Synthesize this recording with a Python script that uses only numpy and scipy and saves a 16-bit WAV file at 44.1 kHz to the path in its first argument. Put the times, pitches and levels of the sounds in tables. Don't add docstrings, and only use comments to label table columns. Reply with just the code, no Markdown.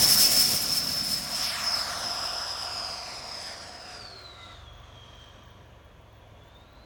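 import sys
import numpy as np
from scipy import signal
from scipy.io import wavfile
from scipy.ndimage import uniform_filter1d, map_coordinates

SR = 44100
rng = np.random.default_rng(int(sys.argv[2]) if len(sys.argv) > 2 else 0)


def pcm_store(signal):
    levels = np.round(np.clip(np.atleast_2d(signal), -1, 1) * 32767)
    wavfile.write(sys.argv[1], SR, levels.astype(np.int16).T)


def elevation(decibels):
    levels = np.asarray(decibels, float)
    return 10 ** (levels / 20)


N = 302085
T = np.arange(N) / SR
HZ = np.fft.rfftfreq(1024, 1 / SR)
FRAME_T = np.arange(N // 256 + 5) * 256 / SR

# time in seconds, blade tone of the slower fan in Hz, ducts' aim at the listener in dB,
# half the faster fan's lead over the slower in dB, purity of the tones in dB.
FLIGHT_PATH = [(0, 5240, -5, -10.5, 2), (.55, 5210, -5, -8, -3), (.72, 5136, -4.5, 11.5, -1.5),
               (1.25, 5034, -6, 9, 2), (1.42, 5136, -2, 10.5, -6.5), (1.68, 5058, -1, 6, 3),
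               (2.5, 5013, -0.5, -3, 5.5), (3.1, 4946, 0, -0.5, 3.5), (3.94, 4963, -5, 3, -10),
               (4.06, 4422, 0, 0, 5), (4.36, 3821, -2, -10, 1.5), (4.54, 3670, 0.5, 0, -7.5),
               (4.67, 3333, -2, -2.5, 2.5), (5.2, 3188, 1, 4, 0.5), (5.62, 3250, -3.5, 2.5, -6.5),
               (5.88, 3330, -11, -4.5, 8.5), (6.4, 3340, -5, -6.5, 5), (6.85, 4090, -3.5, -5, 3.5)]
FULL_HZ, IDLE_HZ = 5200, 3200


def evened(x):
    return x / np.sqrt(np.mean(x ** 2) + 1e-20)


def columns(rows, t):
    s, *values = np.transpose(rows)
    return [np.interp(t, s, v) for v in values]


def read(points, hz):
    f, value = np.transpose(points)
    return np.interp(np.log(hz + 1), np.log(f + 1), value)


def resonate(x, hz, width):
    turn = np.exp(2j * np.pi * np.cumsum(hz * np.ones(len(x))) / SR)
    r = np.exp(-np.pi * width / SR)
    return 2 * (turn * signal.lfilter([1 - r], [1, -r], x / turn)).real


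def band(hz, width):
    once = resonate(rng.standard_normal(N), hz, width)
    return evened(resonate(once, hz, width))


def drift(count):
    once = uniform_filter1d(rng.standard_normal(N), count)
    return evened(uniform_filter1d(once, count))


def noise(field_db, patchy_db):
    a, b, patches = rng.standard_normal((len(FRAME_T), len(HZ), 3)).T
    patches = evened(uniform_filter1d(uniform_filter1d(patches, 14, 0), 12, 1))
    white = np.std(signal.istft(a + 1j * b, nperseg=1024, noverlap=768)[1])
    z = (a + 1j * b) * elevation(field_db + patchy_db * patches)
    return signal.istft(z, nperseg=1024, noverlap=768)[1][:N] / white


def distance_m(t):
    return 10.74 + 10.6 * t + 9.2 * t ** 2 / 2


def idling(hz):
    return np.clip((FULL_HZ - hz) / (FULL_HZ - IDLE_HZ), 0, 1)


def heard_db(t):
    # level at the start in dB, loss at idle in dB,
    # air loss in dB per 100 m, share of the aim, share of the gusts.
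    layers = [
        (-36, -13.5, 2.4, 0.2, .1),
        (-23, -6.5, -0.5, 0.26, 0.1),
        (-32, -15, 5.5, 0.53, 1.16),
        (-20.5, -6, 3.5, 1.19, 0.61),
    ]
    # time in seconds, gain in dB,
    # half width in seconds.
    gusts = [(0.029, 5, 0.028), (.13, 5.5, 0.041), (0.228, 8, 0.033), (.39, 5.5, 0.1), (.53, 3, 0.064),
             (.65, -1.5, 0.028), (.77, 4, 0.019), (.85, -3, .025), (.92, 1, .03), (1.01, -0.5, 0.037),
             (1.13, 5, 0.059), (1.28, -2.5, 0.041), (1.4, 2, 0.066), (1.49, 0.5, 0.025), (1.57, 2, 0.051),
             (1.78, 2, 0.044), (2.619, 0, .05), (2.85, 1.5, 0.042), (3.24, -0.5, 0.055), (3.36, 2, 0.073),
             (3.48, 5, 0.086), (3.65, 3.5, 0.053), (3.94, 4.5, 0.083), (4.27, -1.5, 0.06), (4.47, 4, 0.079),
             (4.74, -4, 0.088), (5.25, 3, 0.16), (6.471, 6, .08)]
    lift_s, lift_span_s, grass_db = 1.31, 0.097, -10.5
    hz, aim_db, *_ = columns(FLIGHT_PATH, t)
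    metres = distance_m(t)
    spreading_db = -20 * np.log10(metres / distance_m(0))
    gust_db = sum(db * np.exp(-((t - s) / half) ** 2) for s, db, half in gusts)
    throttled = np.clip(1.04 * idling(hz) - .12, 0, 1) ** 0.86
    rumble, roar, hiss, whine = [
        db + spreading_db + idle_db * throttled - air_db * metres / 100 + aim * aim_db + gust * gust_db
        for db, idle_db, air_db, aim, gust in layers]
    on_grass = (1 - np.tanh((t - lift_s) / lift_span_s)) / 2
    return rumble, roar + grass_db * on_grass, hiss, whine


def exhaust():
    # lower edge in Hz, upper edge in Hz.
    jet_bands = [
        (120, 350),
        (500, 2600),
        (6200, 9000),
    ]
    # frequency in Hz, density in dB per Hz.
    exhaust_colour = [(40, -13.5), (80, -4), (220, 1), (400, -8.5), (620, -2), (850, -9), (1300, -5),
                      (2500, -2.5), (4000, -2), (6500, -0.5), (10800, 4), (13600, 0.5), (15800, 7.5),
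                      (17500, 1)]
    # frequency in Hz, width in Hz, level over the roar in dB.
    roar_peaks = [
        (704.4, 100, -9.5),
        (1149, 52, -16),
        (1376, 67, -15),
        (966, 120, -14.5),
    ]
    # frequency in Hz, width in octaves, gain in dB.
    bass_swell = [
        (190, .5, 5),
        (400, .35, -10.5),
    ]
    swell_s, swell_span_s = 1.5, .55
    top_loss_db = 4

    *levels_db, _ = heard_db(FRAME_T)
    colour_db = read(exhaust_colour, HZ)
    in_band = [np.sum(elevation(2 * colour_db)[(HZ > lo) & (HZ < hi)]) / len(HZ) for lo, hi in jet_bands]
    lift_db = np.array(levels_db) - 10 * np.log10(in_band)[:, None]
    centres = np.log([np.sqrt(lo * hi) for lo, hi in jet_bands])
    shares = np.array([np.interp(np.log(HZ + 1), centres, row) for row in np.eye(len(centres))])
    air_db = np.outer(np.maximum(HZ - 8000, 0) / 1000, top_loss_db * distance_m(FRAME_T) / 100)
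    flicker_db = 1.7 * np.outer(np.clip(HZ / 9000, 0, 1), np.interp(FRAME_T, T, drift(count=900)))
    swell_db = sum(db * np.exp(-(np.log2((HZ + 1) / hz) / octaves) ** 2) for hz, octaves, db in bass_swell)
    swell_db = np.outer(swell_db, np.exp(-((FRAME_T - swell_s) / swell_span_s) ** 2))
    field_db = colour_db[:, None] + swell_db + shares.T @ lift_db - air_db + flicker_db
    roar = noise(field_db, patchy_db=1.26)
    peaks = sum(elevation(db) * band(hz, width) for hz, width, db in roar_peaks)
    return roar + elevation(np.interp(T, FRAME_T, levels_db[1])) * peaks


def fans():
    fan_gap = .04
    tone_db, octave_db, octave_idle_db = -9, -25.5, 7
    octave_air_db = 1.7
    twinkle_db = 1.2
    hump_idle_db = -5
    width = 26.0

    hz, _, lean_db, pure_db = columns(FLIGHT_PATH, T)
    idle = idling(hz)
    faster_hz = hz * (1 + fan_gap * (1 - idle))
    level_db = np.interp(T, FRAME_T, heard_db(FRAME_T)[3])

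    slower_tone = elevation(tone_db - lean_db + twinkle_db * drift(count=2500)) * band(hz, width)
    faster_tone = elevation(tone_db + lean_db + twinkle_db * drift(count=2500)) * band(faster_hz, 2.2 * width)
    tones = elevation(pure_db) * (slower_tone + faster_tone)

    hump = elevation(0.5) * band(hz * 1.0196, 350) + elevation(-2.5) * band(hz, 1800)
    hump = elevation(hump_idle_db * idle) * hump

    octave_pair = band(2 * faster_hz, 130) + band(2 * hz, 90)
    octave = elevation(-2.5 + .6 * pure_db + twinkle_db * drift(count=4000)) * octave_pair
    octave = octave + elevation(4.0) * band(1.8 * hz, 700)
    air_db = octave_air_db * (hz - IDLE_HZ) / 500 * distance_m(T) / 100
    octave = elevation(octave_db + octave_idle_db * idle - air_db) * octave
    return elevation(level_db + 0.48 * drift(count=700)) * (tones + hump + octave)


def over_grass(x):
    # time in seconds, extra path in ms, echo strength from 0 to 1.
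    ground_echo = [(0, 0.049, 0.11), (1.3, 0.014, 0.12), (1.5, 0.14, 0.6), (1.65, 0.23, 0.46),
                   (1.9, .39, 0.43), (2.15, 0.46, 0.48), (2.55, 0.45, 0.6), (3, 0.56, 0.4),
                   (3.5, 0.737, 0.33), (4.1, 1.02, .4), (4.5, 1.25, 0), (5, 1.41, 0.33), (5.5, 1.48, 0.44),
                   (6.3, 1.5, 0.43), (6.85, 1.6, 0.29)]
    lag_ms, strength = columns(ground_echo, T)
    dull = signal.lfilter([.16, .68, .16], [1], x)
    echo = map_coordinates(dull, [np.arange(N) + 1 - lag_ms * SR / 1000], order=3, mode="nearest")
    strength = np.clip(strength, 0, .95)
    return (x - strength * echo) / np.sqrt(1 + strength ** 2)


def far_engine():
    # time in seconds, firing cycle in Hz, level in dB.
    engine_run = [(0, 15.5, -67), (1.5, 20.2, -58), (2.8, 20.4, -59.5), (3.7, 19.6, -65.5),
                  (4.7, 23.4, -54), (5.4, 24.3, -60.5), (6.85, 18.7, -59)]
    orders_db = [
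        -1.5,
        1.3,
        -1.5,
        -1.4,
    ]
    hz, level_db = columns(engine_run, T)
    turns = np.cumsum(hz) / SR
    total = np.zeros(N)
    for k, db in enumerate(orders_db, start=2):
        tone = np.sqrt(2) * np.sin(2 * np.pi * (k * turns + rng.random()))
        total += elevation(level_db + db + 1.7 * drift(count=5000)) * tone
    return total


def land():
    # frequency in Hz, density in dB per Hz.
    land_colour = [(15, -21), (25, -3.5), (81, 0), (170, -7.5), (396, -12), (598, -6), (807, -16.5),
                   (1180, -21), (1940, -22), (3350, -21.5), (3740, -27), (5050, -36), (6460, -32),
                   (7610, -42), (17300, -41)]
    steady_db = read(land_colour, HZ)[:, None] + 0 * FRAME_T
    return elevation(-54.5) * evened(noise(steady_db, patchy_db=-0.8))


def cricket():
    # start in seconds, length in seconds, level in dB.
    chirps = [(2.81, .02, -61), (3.067, 0.022, -63), (3.26, 0.046, -64), (3.37, .03, -63), (3.52, .02, -62),
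              (3.72, .17, -64), (4.14, 0.15, -64), (4.436, .03, -64), (4.507, .03, -69), (4.723, 0.11, -64),
              (5.14, .16, -63.5), (5.424, .1, -58), (5.65, 0.081, -67), (5.84, .03, -62),
              (6.008, 0.026, -62.5), (6.12, .08, -63), (6.27, 0.021, -66.5), (6.428, 0.065, -60.5),
              (6.538, 0.081, -63), (6.68, 0.083, -62.5)]
    strokes_per_s, sharpness = 44, 2.5
    strokes = np.zeros(N)
    for s, length, db in chirps:
        t = np.arange(0, length, 1 / SR)
        count = max(round(length * strokes_per_s), 1)
        stroke = np.abs(np.sin(np.pi * t * count / length)) ** sharpness
        strokes[round(s * SR):][:len(t)] += elevation(db) * stroke
    teeth = elevation(4.5 * drift(count=70) + 2.1 * drift(count=600))
    return elevation(-7.5) * strokes * teeth * band(16900, 900)


def shaft():
    hz = columns(FLIGHT_PATH, T)[0] / 11
    swell = np.exp(-((T - 4.2) / .25) ** 2)
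    return elevation(-60) * swell * band(hz, 19)


def whistle():
    # multiple of the base pitch as a count, level in dB.
    whistle_orders = [
        (2, -55.5),
        (3, -59),
    ]
    late = np.clip(T - 4.45, -.5, .5)
    hz = 678 - 110 * late
    tones = sum(elevation(db) * band(k * hz, 26) for k, db in whistle_orders)
    return np.exp(-(late / .1) ** 2) * tones


def scene():
    jet = over_grass(exhaust() + fans())
    mix = jet + land() + far_engine() + cricket() + shaft() + whistle()
    return mix[None]


def band_limit(x):
    return signal.sosfilt(signal.butter(12, 17770, fs=SR, output="sos"), x)


def record(dry):
    bass_cut = signal.butter(2, 40, "high", fs=SR, output="sos")
    treble_cut = signal.firwin(511, 17300, window=("kaiser", 9), fs=SR)
    limited = signal.oaconvolve(signal.sosfilt(bass_cut, dry), treble_cut[None], "same")
    return band_limit(limited)


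dry = scene()
out = record(dry)
pcm_store(out)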